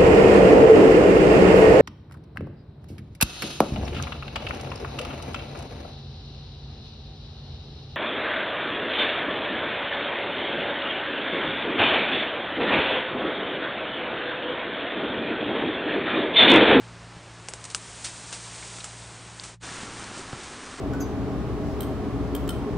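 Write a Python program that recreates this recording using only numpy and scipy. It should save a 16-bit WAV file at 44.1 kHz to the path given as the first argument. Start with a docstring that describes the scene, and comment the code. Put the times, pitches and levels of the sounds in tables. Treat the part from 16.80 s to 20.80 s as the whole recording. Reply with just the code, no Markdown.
"""Open air and a low hum lie under a bamboo thicket on a wooded slope. After a soft bump, someone
pulls at the dry stalks: they crack and tear, the leaves rustle, thin twigs tick. Near 2.8 s all but
the hum dips briefly. Then a bundle of stalks is dragged over dead leaves, with soft footfalls and a
few more twigs, while the hum fades. Nearly mono throughout, with a dull top."""
import sys
import numpy as np
from scipy import signal
from scipy.fft import rfft, irfft
from scipy.io import wavfile
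from scipy.ndimage import uniform_filter1d

SR = 44100
rng = np.random.default_rng(int(sys.argv[2]) if len(sys.argv) > 2 else 0)


def wav_out(sig):
    """Save sig, one row per channel (or a flat mono array), as 16-bit PCM at SR to the path in sys.argv[1]."""
    wavfile.write(sys.argv[1], SR, np.round(np.clip(np.atleast_2d(sig).T, -1, 1) * 32767).astype(np.int16))


N = 176400

# EQ of the snap: f/Hz, level/dB
SNAP_EQ = [(150, -24), (600, -14), (1000, -13), (1450, -7), (2200, -10.5), (2900, -3.5), (4400, -1),
           (5600, 1), (7700, -3.5), (10000, -11)]
# Modes of the hollow stalk: f/Hz, level/dB, t60/s
STALK_MODES = [(730, -43, 0.021), (1286, -30, 0.031), (1630, -32, 0.038), (2850, -39, 0.012),
               (4000, -48, 0.0097), (5600, -42, .014), (7770, -24, 0.041)]
# EQ of the echoes off the stalks around: f/Hz, level/dB
ECHO_EQ = [(300, -6), (1500, -2.5), (5000, -2.5), (8300, 7), (10000, 4)]
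# Crack cues: t/s, level/dB, tilt/(dB per octave), tail trim/dB, ring trim/dB, bend trim/dB, bend end f/Hz
CRACK_CUES = [(.686, -16, 2.5, 5.5, 3, 5.5, 426), (0.7368, -16.5, 6, 1.5, 2, 4, 404),
              (0.8416, -20, 2, 8, -5, -10, 800), (0.9123, -26.5, 0, 9.5, -6, -5, 1510),
              (0.9478, -1.5, -1, -2, -3, -6, 1150), (1.5273, -16.5, -4.5, 1, -4, 1.5, 350),
              (1.986, -28, -5, -11, 8, 9, 895), (2.0429, -22.5, 2, 12, 12, 6, 1160)]


def cracks():
    """A stalk breaks: one sharp pulse, then splinters, a bending wave, a hollow ring and faint echoes."""
    out, echo_env = np.zeros((2, N))
    splinters = grains(25000, spread_db=2.0)
    for start, db, tilt, tail_db, ring_db, bend_db, bend_hz in CRACK_CUES:
        snap = undb(db + tail_db - 17) * burst(start, attack=.0001, decay=.0018) * splinters
        snap[int(start * SR)] -= undb(db + 5)  # the pulse of the fracture
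        out += eq(snap, [(hz, level + tilt * np.log2(hz / 4000)) for hz, level in SNAP_EQ])
        out += undb(db + bend_db - 18.5) * bending_wave(start, bend_hz)
        for hz, mode_db, t60 in STALK_MODES:
            detune = 1 + .02 * rng.standard_normal()
            out += undb(db + ring_db + mode_db) * ring(start, hz * detune, t60)
        echo_env += undb(db + tail_db - 28.5) * burst(start, attack=.00092, decay=.016)
    return out + eq(echo_env * rng.standard_normal(N), ECHO_EQ)


def bending_wave(start, end_hz):
    """Highs travel faster along a stalk and arrive first: a quick downward chirp."""
    start_hz, glide_s, decay_s = 3280, .000793, .0024
    t = since(start)
    cycles = end_hz * t + (start_hz - end_hz) * glide_s * (1 - np.exp(-t / glide_s))
    return np.sin(2 * np.pi * cycles) * np.exp(-np.minimum(t / decay_s, 20))


# EQ of the rip: f/Hz, level/dB
TEAR_EQ = [(200, -9), (900, -8.5), (2400, -2), (5000, 0.5), (8500, 0.5), (10000, -1)]
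# Fibre rips and leaf swipes: t/s, level/dB, attack/s, decay/s
TEAR_CUES = [(0.851, -34.5, 0.0013, .006), (0.9, -37, 0.0016, 0.0093), (1.242, -29, 0.0048, 0.034),
             (1.525, -32.5, 0.0022, 0.029), (2.05, -42, 0.0027, 0.0027), (2.634, -37.5, 0.0042, 0.019),
             (3.365, -43, 0.016, 0.018), (3.63, -41, 0.0054, 0.013)]


def tears():
    """Runs of fibres give way in a dense crackle."""
    env = sum(undb(db) * burst(start, attack, decay) for start, db, attack, decay in TEAR_CUES)
    return env * unit(eq(grains(14000, spread_db=1.5), TEAR_EQ))


# Twig ticks: t/s, level/dB, f/Hz, crackle decay/s
TWIG_CUES = [(1.535, -21, 2370, .005), (1.826, -20, 2100, 0.0078), (2.0048, -17.5, 3700, .005),
             (2.2225, -24, 3920, .001), (2.5981, -7, 3870, 0.00042), (2.8905, -10, 1620, 0.0012),
             (3.1975, -20, 8100, 0.0011), (3.242, -17, 5350, .0006)]


def twigs():
    """Thin twigs snap: a click and a brief crackle excite one broad resonance."""
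    width_octaves = .58
    out = np.zeros(N)
    for start, db, hz, decay in TWIG_CUES:
        snap = undb(-9) * burst(start, attack=.0001, decay=decay) * rng.standard_normal(N)
        snap[int(start * SR)] += 1  # the click
        edges = hz * 2 ** (width_octaves * np.array([-.5, .5]))
        resonance = signal.butter(2, edges, "bandpass", fs=SR, output="sos")
        out += undb(db) * signal.sosfilt(resonance, snap + 1e-18)
    return out


# EQ of the foliage: f/Hz, level/dB
RUSTLE_EQ = [(200, -15.5), (700, 0.5), (1500, -0.5), (3500, 0.5), (5500, 1), (8200, 4), (10000, 0)]
# Fader ride of the foliage: t/s, level/dB
RUSTLE_RIDE = [(0, -80), (.6, -57), (.82, -51), (.93, -50), (1.03, -44.5), (1.2, -44), (1.48, -43.5),
               (1.6, -42.5), (1.95, -41.5), (2.2, -47.5), (2.55, -49.5), (2.68, -44), (2.76, -53),
               (2.8, -71)]


def thicket():
    """Countless leaves brush each other as the stalks are pulled."""
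    leaves = grains(16000, spread_db=1.5) * undb(.5 * drift(25.76))
    return fader(RUSTLE_RIDE) * unit(eq(leaves, RUSTLE_EQ))


# EQ of the dead-leaf crunch: f/Hz, level/dB
CRUNCH_EQ = [(300, -7), (1500, 1.5), (3000, 2), (5000, 0.5), (8500, 0.5), (10000, -2.5)]
# Fader ride of the crunch: t/s, level/dB
CRUNCH_RIDE = [(2.78, -61), (2.835, -41.5), (2.98, -41.5), (3.1, -46.5), (3.22, -43.5), (3.33, -46),
               (3.4, -42.5), (3.46, -48.5), (3.62, -44.5), (3.8, -47), (4, -47.5)]
# EQ of the stalks scraping the ground: f/Hz, level/dB
SCRAPE_EQ = [(50, -4), (130, -2.5), (290, 3), (420, -1), (560, -6.5), (850, -5), (1300, -1.5), (2200, -10),
             (5000, -22.5)]
# Fader ride of the scrape: t/s, level/dB
SCRAPE_RIDE = [(2.78, -75), (2.84, -45.5), (3.02, -45.5), (3.15, -45.5), (3.38, -45.5), (3.46, -45.5),
               (3.56, -46), (3.72, -47), (4, -44.5)]


def bundle():
    """Dragged stalks crush dead leaves and scrape the ground."""
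    crunch = unit(eq(grains(12000, spread_db=2.5), CRUNCH_EQ)) * undb(.37 * drift(30))
    scrape = unit(eq(grains(3000, spread_db=2.0), SCRAPE_EQ)) * undb(.23 * drift(21.7))
    return fader(CRUNCH_RIDE) * crunch + fader(SCRAPE_RIDE) * scrape


# Footfalls and knocks of the bundle: t/s, level/dB, f/Hz, t60/s, scuff trim/dB
THUD_CUES = [(.368, -39, 170, 0.056, -8), (3, -41, 240, 0.041, -9), (3.032, -33.5, 227, 0.045, -4),
             (3.314, -36.5, 369, 0.044, -9), (3.376, -36, 340, 0.047, -5), (3.394, -38, 380, 0.061, -9),
             (3.532, -30.5, 128, 0.056, -2.5)]


def thuds():
    """Dull bumps on soft ground, each led in by a short scuff."""
    scuff_eq = [(80, -8.5), (350, -1), (1000, -5), (2500, -22), (9000, -26)]  # f/Hz, level/dB
    dull_noise = shaped_noise(scuff_eq)
    out = np.zeros(N)
    for start, db, hz, t60, scuff_db in THUD_CUES:
        scuff = undb(scuff_db) * dull_noise * burst(start - .0025, attack=.00093, decay=.004)
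        out += undb(db) * (ring(start, hz, t60) + scuff)
    return out


# EQ of the air bed: f/Hz, level/dB
AIR_EQ = [(20, -16), (40, -1), (65, 6.5), (110, 3.5), (220, 0.5), (330, 2), (520, -0.5), (900, 1),
          (1800, -3), (4000, -9), (9500, -17)]


def air():
    """Steady wash of the open slope."""
    return undb(-49.5 + .22 * drift(7.9)) * shaped_noise(AIR_EQ)


# First three harmonics of the hum: level/dB
HUM_HARMONICS = [-59, -50, -56.5]
# Fader ride of the hum: t/s, level/dB
HUM_RIDE = [(0, 3.5), (.55, -1.5), (1.25, -3), (1.65, -1.5), (2.2, -0.5), (2.75, -2.5), (3.15, -1.5),
            (3.5, -7), (4, -22)]


def hum():
    """A low hum that wavers in pitch, each harmonic fluttering on its own."""
    pitch_hz, wander, flutter_db = 57.88, .0039, .85
    phase = 2 * np.pi * np.cumsum(pitch_hz * (1 + wander * drift(7.05))) / SR
    tone = np.zeros(N)
    for k, db in enumerate(HUM_HARMONICS, 1):
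        tone += undb(db + flutter_db * drift(8.97)) * np.sin(k * phase + 2 * np.pi * rng.random())
    return np.sqrt(2) * tone * fader(HUM_RIDE)


# EQ of the air in the side channel: f/Hz, level/dB
WIDTH_EQ = [(20, -23.5), (60, 4.5), (120, 10), (250, -8), (500, -28), (1000, -58.5)]


def air_width():
    """Faint low air that differs between the ears."""
    return undb(-69.5) * shaped_noise(WIDTH_EQ)


def undb(db):
    """Decibels to gain."""
    return 10 ** (np.asarray(db) / 20)


def unit(x):
    """Scale to rms 1."""
    return x / np.sqrt(np.mean(x ** 2))


def fader(ride):
    """Gain over time through points of t/s, level/dB."""
    return undb(np.interp(np.arange(N) / SR, *np.array(ride).T))


def eq(x, points):
    """Minimum-phase EQ through points of f/Hz, level/dB."""
    size = 8192
    hz, db = np.array(points).T
    freqs = np.maximum(np.arange(size // 2 + 1) * SR / size, 1)
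    gain = undb(np.interp(np.log(freqs), np.log(hz), db))
    cepstrum = irfft(np.log(gain))
    cepstrum[1:size // 2] *= 2  # fold onto positive time: no ringing ahead of a hit
    cepstrum[size // 2 + 1:] = 0
    impulse = irfft(np.exp(rfft(cepstrum)))
    return signal.fftconvolve(x, impulse)[:len(x)]


def shaped_noise(points):
    """White noise through an EQ, rms 1."""
    return unit(eq(rng.standard_normal(N), points))


def drift(rate_hz):
    """Smooth random modulation, rms 1."""
    hold = int(SR / rate_hz)
    steps = np.repeat(rng.standard_normal(N // hold + 2), hold)
    return unit(uniform_filter1d(uniform_filter1d(steps, hold), hold)[:N])


def grains(per_second, spread_db):
    """Dense tiny clicks of unequal size, rms 1."""
    size = undb(spread_db * np.minimum(rng.exponential(size=N), 5))
    hits = rng.random(N) < per_second / SR
    return unit(hits * size * rng.choice([-1, 1], N))


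def since(start):
    """Seconds since a cue, zero before it."""
    return np.maximum(np.arange(N) - int(start * SR), 0) / SR


def burst(start, attack, decay):
    """Envelope with a linear attack and an exponential decay, times in seconds."""
    t = since(start)
    return np.minimum(t / attack, 1) * np.exp(-np.clip((t - attack) / decay, 0, 20))


def ring(start, hz, t60):
    """One damped mode."""
    t = since(start)
    return np.sin(2 * np.pi * hz * t) * np.exp(-np.minimum(np.log(1000) * t / t60, 20))


# Bus fader, a slight boost with one brief dip: t/s, level/dB
BUS_RIDE = [(2.7, 2.5), (2.745, 0), (2.772, -20), (2.795, -33), (2.812, -6.5), (2.835, 3)]


def scene():
    """Foley and air share a centred bus; the hum and a little low width bypass its fader."""
    bus = cracks() + tears() + twigs() + thuds() + thicket() + bundle() + air()
    mid = bus * fader(BUS_RIDE) + hum()
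    side = air_width()
    return np.array([mid + side, mid - side])


def record(dry):
    """A steep high cut dulls the top."""
    cutoff_hz = 9800
    taps = signal.firwin(121, cutoff_hz, window=("kaiser", 7), fs=SR)
    return signal.fftconvolve(dry, taps[None], mode="same", axes=1)


dry = scene()
out = record(dry)
wav_out(out)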